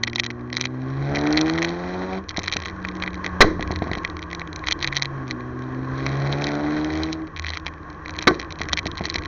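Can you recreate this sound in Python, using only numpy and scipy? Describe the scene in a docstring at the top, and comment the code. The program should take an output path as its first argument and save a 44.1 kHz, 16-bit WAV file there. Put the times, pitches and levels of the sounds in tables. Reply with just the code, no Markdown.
"""On a race track, from a camera microphone riding on the flank of a four-cylinder sports car.
Close by, the exhaust drones and rasps through two pulls, and the car coasts after each.
On the overrun, fuel explodes at the tailpipe in two bangs that overload the microphone,
and lights in the silencer in strings of dull pops. Sharp crackle comes in flurries throughout,
over wind on the microphone and tyre roar. The camera housing colours it all."""
import sys
import numpy as np
from scipy import signal
from scipy.fft import rfft, irfft, next_fast_len
from scipy.io import wavfile
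from scipy.ndimage import map_coordinates

SR = 44100
rng = np.random.default_rng(int(sys.argv[2]) if len(sys.argv) > 2 else 0)


def store_wav(level_fs):
    """Save 16-bit WAV to argv[1]."""
    pcm = np.round(np.clip(np.atleast_2d(level_fs), -1, 1) * 32767)
    wavfile.write(sys.argv[1], SR, pcm.T.astype(np.int16))


N = 408807
TIME = np.arange(N) / SR

# Levels in the tables are relative: each source adds its own gain.
# crankshaft speed: time_s, speed_hz
CRANK_SPEED = [(0.0, 57.4), (0.54, 61.36), (0.82, 64.76), (1.27, 74.45), (1.88, 90.05), (2.25, 96.44),
               (2.65, 93.4), (3.5, 89.77), (4.4, 84.68), (4.88, 69.57), (5.15, 68.44), (5.34, 61.35),
               (5.93, 65.72), (7.09, 79.76), (7.9, 78.64), (9.26, 75.76)]
# exhaust load, one list for each pull: time_s, load_db
PULL_LOADS = [
    [(0.0, -51.5), (0.6, -48), (1.0, -42.5), (1.16, -29), (1.5, -32.5), (1.78, -36.5), (2.15, -34.5),
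     (2.22, -79)],
    [(5.1, -49.5), (5.53, -48), (5.91, -44), (6.24, -33), (6.54, -31.5), (7.04, -37), (7.16, -43.5),
     (7.3, -64)],
]
# the engine's low hum: time_s, level_db
HUM_LEVEL = [(0.0, -3), (0.55, -3), (0.8, -1.5), (1.4, 1), (1.85, -1), (2.18, 1.5), (2.28, -24),
             (2.85, -3.5), (3.55, -3), (4.08, -16), (4.36, -6.5), (4.7, -16), (5.3, -4), (6.2, -0.5),
             (7.05, -3.5), (7.4, -16), (9.27, -13)]
# brief low shudders at the crank speed: centre_s, level_db
CRANK_SHUDDERS = [(2.45, -38), (6.1, -40), (7.0, -37.5), (7.47, -32)]
# pipe resonances that lift the low orders: pitch_hz, gain_db
PIPE_RESPONSE = [(122, -36), (133, -28.5), (141, -23.5), (147, -33.5), (190, -33), (240, -33.5), (266, -30),
                 (280, -39), (289, -29), (303, -20), (337, -26), (356, -35.5)]
# exhaust note under load: crank_multiple, level_db
EXHAUST_ORDERS = [(3, 0.5), (5, -2), (6, 1.5), (7, -4), (8, -0.5), (9, -5), (10, -2.5), (11, -10), (12, -6),
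                  (13, -9.5), (14, -16.5), (15, -12), (16, -15.5)]
# rasp of the exhaust gas: frequency_hz, level_db
RASP_SPECTRUM = [(100, -11), (300, 9), (480, -3), (750, 8.5), (1000, -9), (1500, 5), (2000, -12.5),
                 (3000, -28), (7000, -16)]
# hiss of the gas at high load: frequency_hz, level_db
HISS_SPECTRUM = [(900, -34.5), (1800, -4.5), (4000, -4.5), (7000, -4.5)]
# wind and tyres along the run: time_s, wind_db, tyre_db
ROAD_LEVELS = [(0.0, -40, -48), (0.64, -47, -48.5), (1.02, -39, -43), (1.18, -37.5, -43.5),
               (1.95, -43, -43.5), (2.25, -41, -45), (3.36, -35.5, -38), (3.54, -29.5, -39),
               (4.4, -38.5, -41.5), (5.59, -41.5, -41.5), (5.81, -40, -40.5), (6.2, -42, -39.5),
               (6.66, -44, -42), (7.43, -40.5, -46.5), (8.04, -41.5, -42), (8.61, -34.5, -42.5),
               (9.1, -37, -44), (9.2, -34, -42)]
# wind on the microphone: frequency_hz, level_db
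WIND_SPECTRUM = [(15, -30), (28, 3.5), (48, -11.5), (65, 7), (88, 9.5), (115, -9.5), (200, -7.5),
                 (500, -56.5)]
# the car body booming on its tyres: frequency_hz, level_db
BOOM_SPECTRUM = [(70, -30.5), (130, -25.5), (190, -19.5), (245, -13), (312, 10.5), (390, -6), (480, -4.5),
                 (800, -33.5), (2000, -58)]
# tread roar: frequency_hz, level_db
TYRE_SPECTRUM = [(200, -0.5), (500, -4), (850, -4.5), (980, -0.5), (1090, 9.5), (1180, 1.5), (1330, -6.5),
                 (1650, 1.5), (2100, -24.5), (2800, -18), (4000, -28.5), (6800, -17.5)]
# flurries of crackle: start_s, end_s, top_level_db, chance_per_firing
CRACKLE_FLURRIES = [(0.02, 0.323, -9.5, 0.34), (0.49, 0.672, -11, 0.33), (1.14, 1.701, -7.5, 0.53),
                    (2.28, 2.7, -11, .4), (2.82, 3.37, -19, 0.21), (3.53, 4.651, -14, .22),
                    (4.66, 5.07, -10, 0.34), (5.26, 5.355, -19.5, 0.52), (6.05, 6.55, -15, 0.43),
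                    (6.69, 7.1, -14.5, .55), (7.36, 7.581, -11.5, 0.9), (7.58, 7.758, -17.5, 0.33),
                    (8.04, 8.572, -14, 0.28), (8.58, 9.27, -12, .33)]
# the loudest cracks, fuller with more body: start_s, level_db, body_db
LOUD_CRACKS = [(0.0353, -3, -15.5), (0.0759, -9.5, -13), (0.158, -9, -14.5), (0.1825, -16, -7.5),
               (0.197, 0.5, -17), (0.2631, -14.5, -10), (0.307, -18.5, -8), (0.5283, -14, -10),
               (0.568, -6.5, -14), (0.611, -5.5, -18.5), (0.6401, -17, -1.5), (0.6542, -7.5, -17),
               (1.1584, -16, -12), (1.3263, -13, -25.5), (1.3736, 1, -15), (1.4118, -8, -21),
               (1.6469, -6, -12), (2.2916, -13.5, -17), (2.3716, -10, -18), (2.391, -12, -10.5),
               (2.48, -6.5, -12.5), (2.524, -10.5, -15.5), (2.5358, -12, -16.5), (2.5672, -11, -13.5),
               (2.6569, -12.5, -11), (2.8491, -12, -1), (2.8861, -17.5, -10), (3.023, -10, -5.5),
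               (3.0365, -14, -2.5), (3.0766, -13.5, 0.5), (3.244, -13, -10), (3.263, -9.5, -8.5),
               (3.6256, -13.5, -5), (3.7592, -15, -8), (3.933, -13, -8.5), (3.952, -14.5, -3.5),
               (4.0485, -10.5, -4), (4.3296, -17, -4.5), (4.4161, -17, 5), (4.6389, -18, -2.5),
               (4.6707, -10, -12.5), (4.6848, -7.5, -11.5), (4.711, -8, -10.5), (4.7221, 0, -17),
               (4.8261, -9, -19.5), (4.8442, -7, -15.5), (4.8745, -7, -13), (4.9263, -12, -6.5),
               (4.967, 3, -14), (5.022, -4, -10.5), (5.3093, -12, -13.5), (6.0642, -8.5, -8),
               (6.3261, -12, -21.5), (6.4412, -12.5, -13), (6.4688, -10.5, -10), (7.0336, -14, -11),
               (7.1283, -12.5, -24.5), (7.6649, -9.5, -9.5), (8.0585, -20.5, -4.5), (8.1881, -10.5, -13.5),
               (8.2246, -13.5, -10), (8.397, -13.5, -9.5), (8.6155, -11.5, -6.5), (8.7312, -2, -15.5),
               (8.7729, -8, -14.5), (8.7893, -10, -15.5), (8.8672, -11.5, -17.5), (9.0541, -11.5, -14.5),
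               (9.0991, -11, -14.5), (9.142, -15, -16), (9.1576, -6.5, -14)]
# lead-in, snap and rebound of a loud crack: delay_s, level_db
CRACK_CLUSTER = [(-0.0045, -17.5), (0, 0), (0.0043, -11)]
# dull pops inside the silencer: start_s, level_db
SILENCER_POPS = [(2.382, -16.5), (2.562, -19.5), (3.595, -16.5), (3.707, -15), (3.821, -12.5), (3.871, -19),
                 (3.915, -18.5), (3.973, -21), (8.607, -20.5), (8.736, -22.5), (8.86, -17.5),
                 (9.009, -15.5), (9.156, -21)]
# resonances of the silencer: pitch_hz, width_hz, gain_db
SILENCER_MODES = [(85, 51, 1), (177.4, 55, 2), (316, 190, -1.5), (672, 140, 3.5), (1410, 660, -27)]
# rumble after a pop or bang: frequency_hz, level_db
TAIL_SPECTRUM = [(30, -13.5), (150, -17), (330, 9), (550, -2.5), (800, -17.5), (1700, -13), (2500, -30),
                 (4200, -22), (7000, -20.5)]
# bangs at the tailpipe: start_s, level_db, burn_s, low_push_db, tail_db
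BACKFIRES = [(3.406, 4.5, 0.018, -6.5, -15), (8.272, 0, 0.012, -23.5, -17.5)]
# bodywork struck by a bang: pitch_hz, level_db, t60_s
BODYWORK_MODES = [(311, -17, 0.28), (372, -7.5, 0.098), (437, -20, 0.18), (527, -19, 0.19),
                  (748, -13, 0.078), (1081, -9.5, 0.11), (1154, -8, 0.086), (1360, -16, 0.092),
                  (1519, -6.5, 0.08), (2180, -12.5, 0.036)]
# resonances of the camera housing: frequency_hz, gain_db
HOUSING_RESPONSE = [(1700, 0.5), (1950, 11.5), (2150, 6), (2400, 7), (2870, -11.5), (3170, 1.5), (3550, -5),
                    (4020, 4.5), (4450, -4.5), (5050, -13), (5650, -5.5), (6500, -15), (7100, -25),
                    (9000, -24)]


def amp(db):
    """Decibels to gain."""
    return 10 ** (np.asarray(db) / 20)


def unit(x):
    """x at rms 1."""
    return x / np.sqrt(np.mean(x ** 2) + 1e-20)


def curves(rows):
    """One value per sample for each column after the time."""
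    times, *columns = np.transpose(rows)
    return [np.interp(TIME, times, column) for column in columns]


def along(points, hz):
    """(frequency_hz, value) points read on a log axis."""
    frequencies, values = np.transpose(points)
    return np.interp(np.log(hz + 1), np.log(frequencies), values)


def wobble(rate):
    """A smooth random curve, rate knots a second."""
    return map_coordinates(rng.standard_normal(int(N * rate / SR) + 4), [TIME * rate])


def filtered(x, response):
    """x through a complex response of frequency."""
    size = next_fast_len(len(x) + 8192)
    return irfft(rfft(x, size) * response(np.fft.rfftfreq(size, 1 / SR)), size)[:len(x)]


def coloured(x, points, size=2048):
    """x through a causal filter shaped by (frequency_hz, gain_db) points."""
    cepstrum = irfft(np.log(amp(along(points, np.fft.rfftfreq(size, 1 / SR)))))
    cepstrum[1:size // 2] *= 2
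    cepstrum[size // 2 + 1:] = 0
    return signal.fftconvolve(x, irfft(np.exp(rfft(cepstrum))))[:len(x)]


def noise(spectrum, size=N):
    """Noise of rms 1 with the given spectrum."""
    return unit(filtered(rng.standard_normal(size), lambda hz: amp(along(spectrum, hz))))


def ring(x, modes):
    """x through a set of resonances."""
    return filtered(x, lambda hz: sum(amp(db) * 1j * hz * width / (pitch**2 - hz**2 + 1j * hz * width)
                                      for pitch, width, db in modes))


def add(track, start_s, sound):
    """Mix a sound into the track."""
    start = int(np.clip(round(start_s * SR), 0, N - 1))
    track[start:start + len(sound)] += sound[:N - start]


def engine_hum(speed, angle, load, throttle, shudder_s=0.11, overrun_db=-13.5):
    """Clean low orders: the crank shudders; the firing tone and its octave sweep the pipe's resonances."""
    level = amp(curves(HUM_LEVEL)[0])
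    shudder = sum(amp(db) * np.exp(-((TIME - s) / shudder_s) ** 2) for s, db in CRANK_SHUDDERS)
    crank = (load * amp(-14) + shudder) * np.sin(angle + 0.37 * wobble(15))
    firing = amp(along(PIPE_RESPONSE, 2 * speed) + 1.1 * wobble(25)) * np.sin(2 * angle)
    octave_db = overrun_db * (1 - throttle) + 1.3 * wobble(25)
    octave = amp(along(PIPE_RESPONSE, 4 * speed) + octave_db) * np.sin(4 * angle)
    return np.sqrt(2) * (crank + level * (firing + octave))


def exhaust_note(speed, angle, load, throttle, gain_db=-5, drone_db=-38, drone_hz=345):
    """Rough upper orders grow with load; even on light throttle each drones at the pipe's resonance."""
    note = 0
    for order, db in EXHAUST_ORDERS:
        drone = throttle * amp(drone_db) / (1 + ((order * speed - drone_hz) / 55) ** 4)
        level = np.hypot(load * amp(db + gain_db), drone)
        flutter = amp(2 * wobble(30))
        note += level * flutter * np.sin(order * angle + 0.28 * wobble(50) + rng.uniform(0, 2 * np.pi))
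    return note


def exhaust_gas(angle, load, rasp_db=-2.5, hiss_db=-38, hiss_onset_db=-42):
    """Each firing lets out a rasping puff of gas, which hisses at high load."""
    puffs = unit(np.exp(0.67 * np.cos(2 * angle)) * amp(1.9 * wobble(120)))
    jet = (load / amp(hiss_onset_db)) ** 4
    rasp = load * amp(rasp_db) * noise(RASP_SPECTRUM)
    hiss = jet / (1 + jet) * amp(hiss_db) * noise(HISS_SPECTRUM)
    return puffs * (rasp + hiss)


def engine(jitter_rad=0.012):
    """Four cylinders at close range, firing twice per turn of the crank."""
    speed = curves(CRANK_SPEED)[0]
    angle = 2 * np.pi * np.cumsum(speed) / SR + jitter_rad * wobble(45)
    load = sum(np.interp(TIME, pull[:, 0], amp(pull[:, 1]), 0, 0) for pull in map(np.array, PULL_LOADS))
    throttle = load / (load + amp(-62))
    hum = engine_hum(speed, angle, load, throttle)
    return hum + exhaust_note(speed, angle, load, throttle) + exhaust_gas(angle, load)


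def wind(gain_db=-2):
    """Passing air buffets the microphone."""
    level_db = curves(ROAD_LEVELS)[0]
    return amp(level_db + gain_db + 1.3 * wobble(5.7)) * noise(WIND_SPECTRUM)


def tyres(boom_gain_db=-0.5, roar_gain_db=3):
    """The treads roar on the track and set the car body booming."""
    level_db = curves(ROAD_LEVELS)[1]
    boom = amp(level_db + boom_gain_db + 1.8 * wobble(11)) * noise(BOOM_SPECTRUM)
    roar = amp(level_db + roar_gain_db + 1.2 * wobble(18)) * noise(TYRE_SPECTRUM)
    return boom + roar


def crack(dull_db, decay_s=0.00079, low_cut_hz=1250):
    """One sharp snap, 2 ms into a tiny burst of fizz; a duller one holds more below 2.8 kHz."""
    size = SR // 90
    age = np.arange(size) / SR - 0.002
    spit = 0.5 * rng.standard_normal(size) * np.exp(-np.abs(age) / decay_s) * (age >= 0)
    fizz = 0.08 * rng.lognormal(0, 0.44) * rng.standard_normal(size) * np.exp(-np.abs(age) / 0.0011)
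    snap = spit + fizz
    snap[np.argmax(age >= 0)] += 1
    hz = np.fft.rfftfreq(size, 1 / SR)
    tilt = amp(rng.normal(0, 2) * np.log2(np.maximum(hz, 2000) / 4000))
    shelf = 1 + (amp(dull_db) - 1) / (1 + (hz / 2800) ** 6)
    band = hz / np.hypot(hz, low_cut_hz) * (hz < 7500)
    snap = irfft(rfft(snap) * shelf * band * tilt, size)
    return snap / np.abs(coloured(snap, HOUSING_RESPONSE)).max()  # peaks at 1 inside the housing


def crackle(range_db=17, scatter_s=0.0024, stray_db=-24, stray_chance=0.1):
    """Any firing may set off a small crack, mostly weak; in a flurry they come thick and strong."""
    firing_count = np.floor(2 * np.cumsum(curves(CRANK_SPEED)[0]) / SR)
    firings = TIME[1:][np.diff(firing_count) > 0]
    snaps = [crack(dull_db) for dull_db in rng.normal(0, 3.9, size=100)]
    out = np.zeros(N)
    for s, (luck, weakness, pick, late) in zip(firings, rng.random((len(firings), 4))):
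        flurry = ((db, chance) for start, end, db, chance in CRACKLE_FLURRIES if start <= s < end)
        top_db, chance = next(flurry, (stray_db, stray_chance))
        if luck < chance:
            level = amp(top_db - range_db * np.sqrt(weakness))
            add(out, s + scatter_s * late, level * snaps[int(pick * len(snaps))])
    return out


def loud_cracks(gain_db=0.5, ceiling_db=-3.5):
    """Clear cracks, some thin and some full, each flanked by weaker ones."""
    out = np.zeros(N)
    mean_body_db = np.mean(LOUD_CRACKS, axis=0)[2]
    for start_s, level_db, body_db in LOUD_CRACKS:
        dull_db = -3 + 1.4 * (body_db - mean_body_db)
        for delay_s, part_db in CRACK_CLUSTER:
            onset_s = start_s - 0.0013 + delay_s * rng.lognormal(0, 0.27)
            add(out, onset_s, amp(min(level_db + gain_db + part_db, ceiling_db)) * crack(dull_db))
    return out


def blast(t, length_s):
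    """A pressure jump followed by its suction."""
    return (1 - t / length_s) * np.exp(-t / length_s)


def silencer_pops(gain_db=4, tail_db=-23, tail_t60_s=0.43):
    """Fuel lights inside the silencer: a soft blast, three weaker burps and a short boom."""
    t = np.arange(SR // 4) / SR
    pulse = blast(t, 0.0012)
    out = np.zeros(N)
    for start_s, level_db in SILENCER_POPS:
        churn = 0.09 * rng.standard_normal(len(t)) * amp(-60 * t / 0.072)
        push = pulse + churn
        for burp_s in rng.uniform(0.016, 0.076, 3):
            push += amp(rng.normal(-17, 3)) * np.interp(t - burp_s, t, pulse, 0)
        thud = ring(push, SILENCER_MODES)
        boom = amp(tail_db - 60 * t / tail_t60_s) * noise(TAIL_SPECTRUM, len(t))
        add(out, start_s, amp(level_db + gain_db) * (boom - thud / np.abs(thud).max()))
    return out


def backfires(flame_db=-4, tail_t60_s=0.34, echo_s=0.038, echo_db=-10):
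    """Fuel explodes at the tailpipe: a shock, a tearing flame, ringing bodywork and a trackside echo."""
    t = np.arange(SR // 2) / SR
    flame_spectrum = [(150, -9), (1000, 0.5), (1600, 2), (2200, -4.5), (4000, -1.5), (7000, -6)]
    echo = ring(np.interp(t - echo_s, t, -blast(t, 0.0011), 0), SILENCER_MODES)
    echo *= amp(echo_db) / np.abs(echo).max()
    out = np.zeros(N)
    for start_s, level_db, burn_s, low_push_db, tail_db in BACKFIRES:
        burning = (1 - np.exp(-t / 0.002)) / (1 + (t / burn_s) ** 6)
        flame = amp(flame_db) * burning * noise(flame_spectrum, len(t))
        bodywork = sum(amp(db - 60 * t / t60_s) * np.sin(2 * np.pi * hz * t + rng.normal(0, 1))
                       for hz, db, t60_s in BODYWORK_MODES)
        bodywork *= 1 - np.exp(-t / 0.0041)
        shock = -1.6 * blast(t, 0.0007) - amp(low_push_db) * blast(t, 0.018)
        tail = amp(tail_db - 60 * t / tail_t60_s) * noise(TAIL_SPECTRUM, len(t))
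        add(out, start_s, amp(level_db) * (shock + flame + bodywork + tail + echo))
    return out


def scene():
    """Everything reaches one microphone on the side of the car."""
    return (engine() + wind() + tyres() + loud_cracks() + silencer_pops() + backfires() + crackle())[None]


def record(dry, overload=0.71, treble_hz=6900, top_hz=16500):
    """Inside its resonant housing the microphone overloads on the bangs and passes little treble."""
    housed = coloured(dry[0], HOUSING_RESPONSE)
    squashed = housed / (1 + np.abs(housed / overload) ** 6) ** (1 / 6)
    dull = filtered(squashed, lambda hz: 1 / np.sqrt(1 + (hz / treble_hz) ** 70))
    clipped = np.clip(dull, -overload, overload)
    return filtered(clipped, lambda hz: hz < top_hz)[None]


dry = scene()
out = record(dry)
store_wav(out)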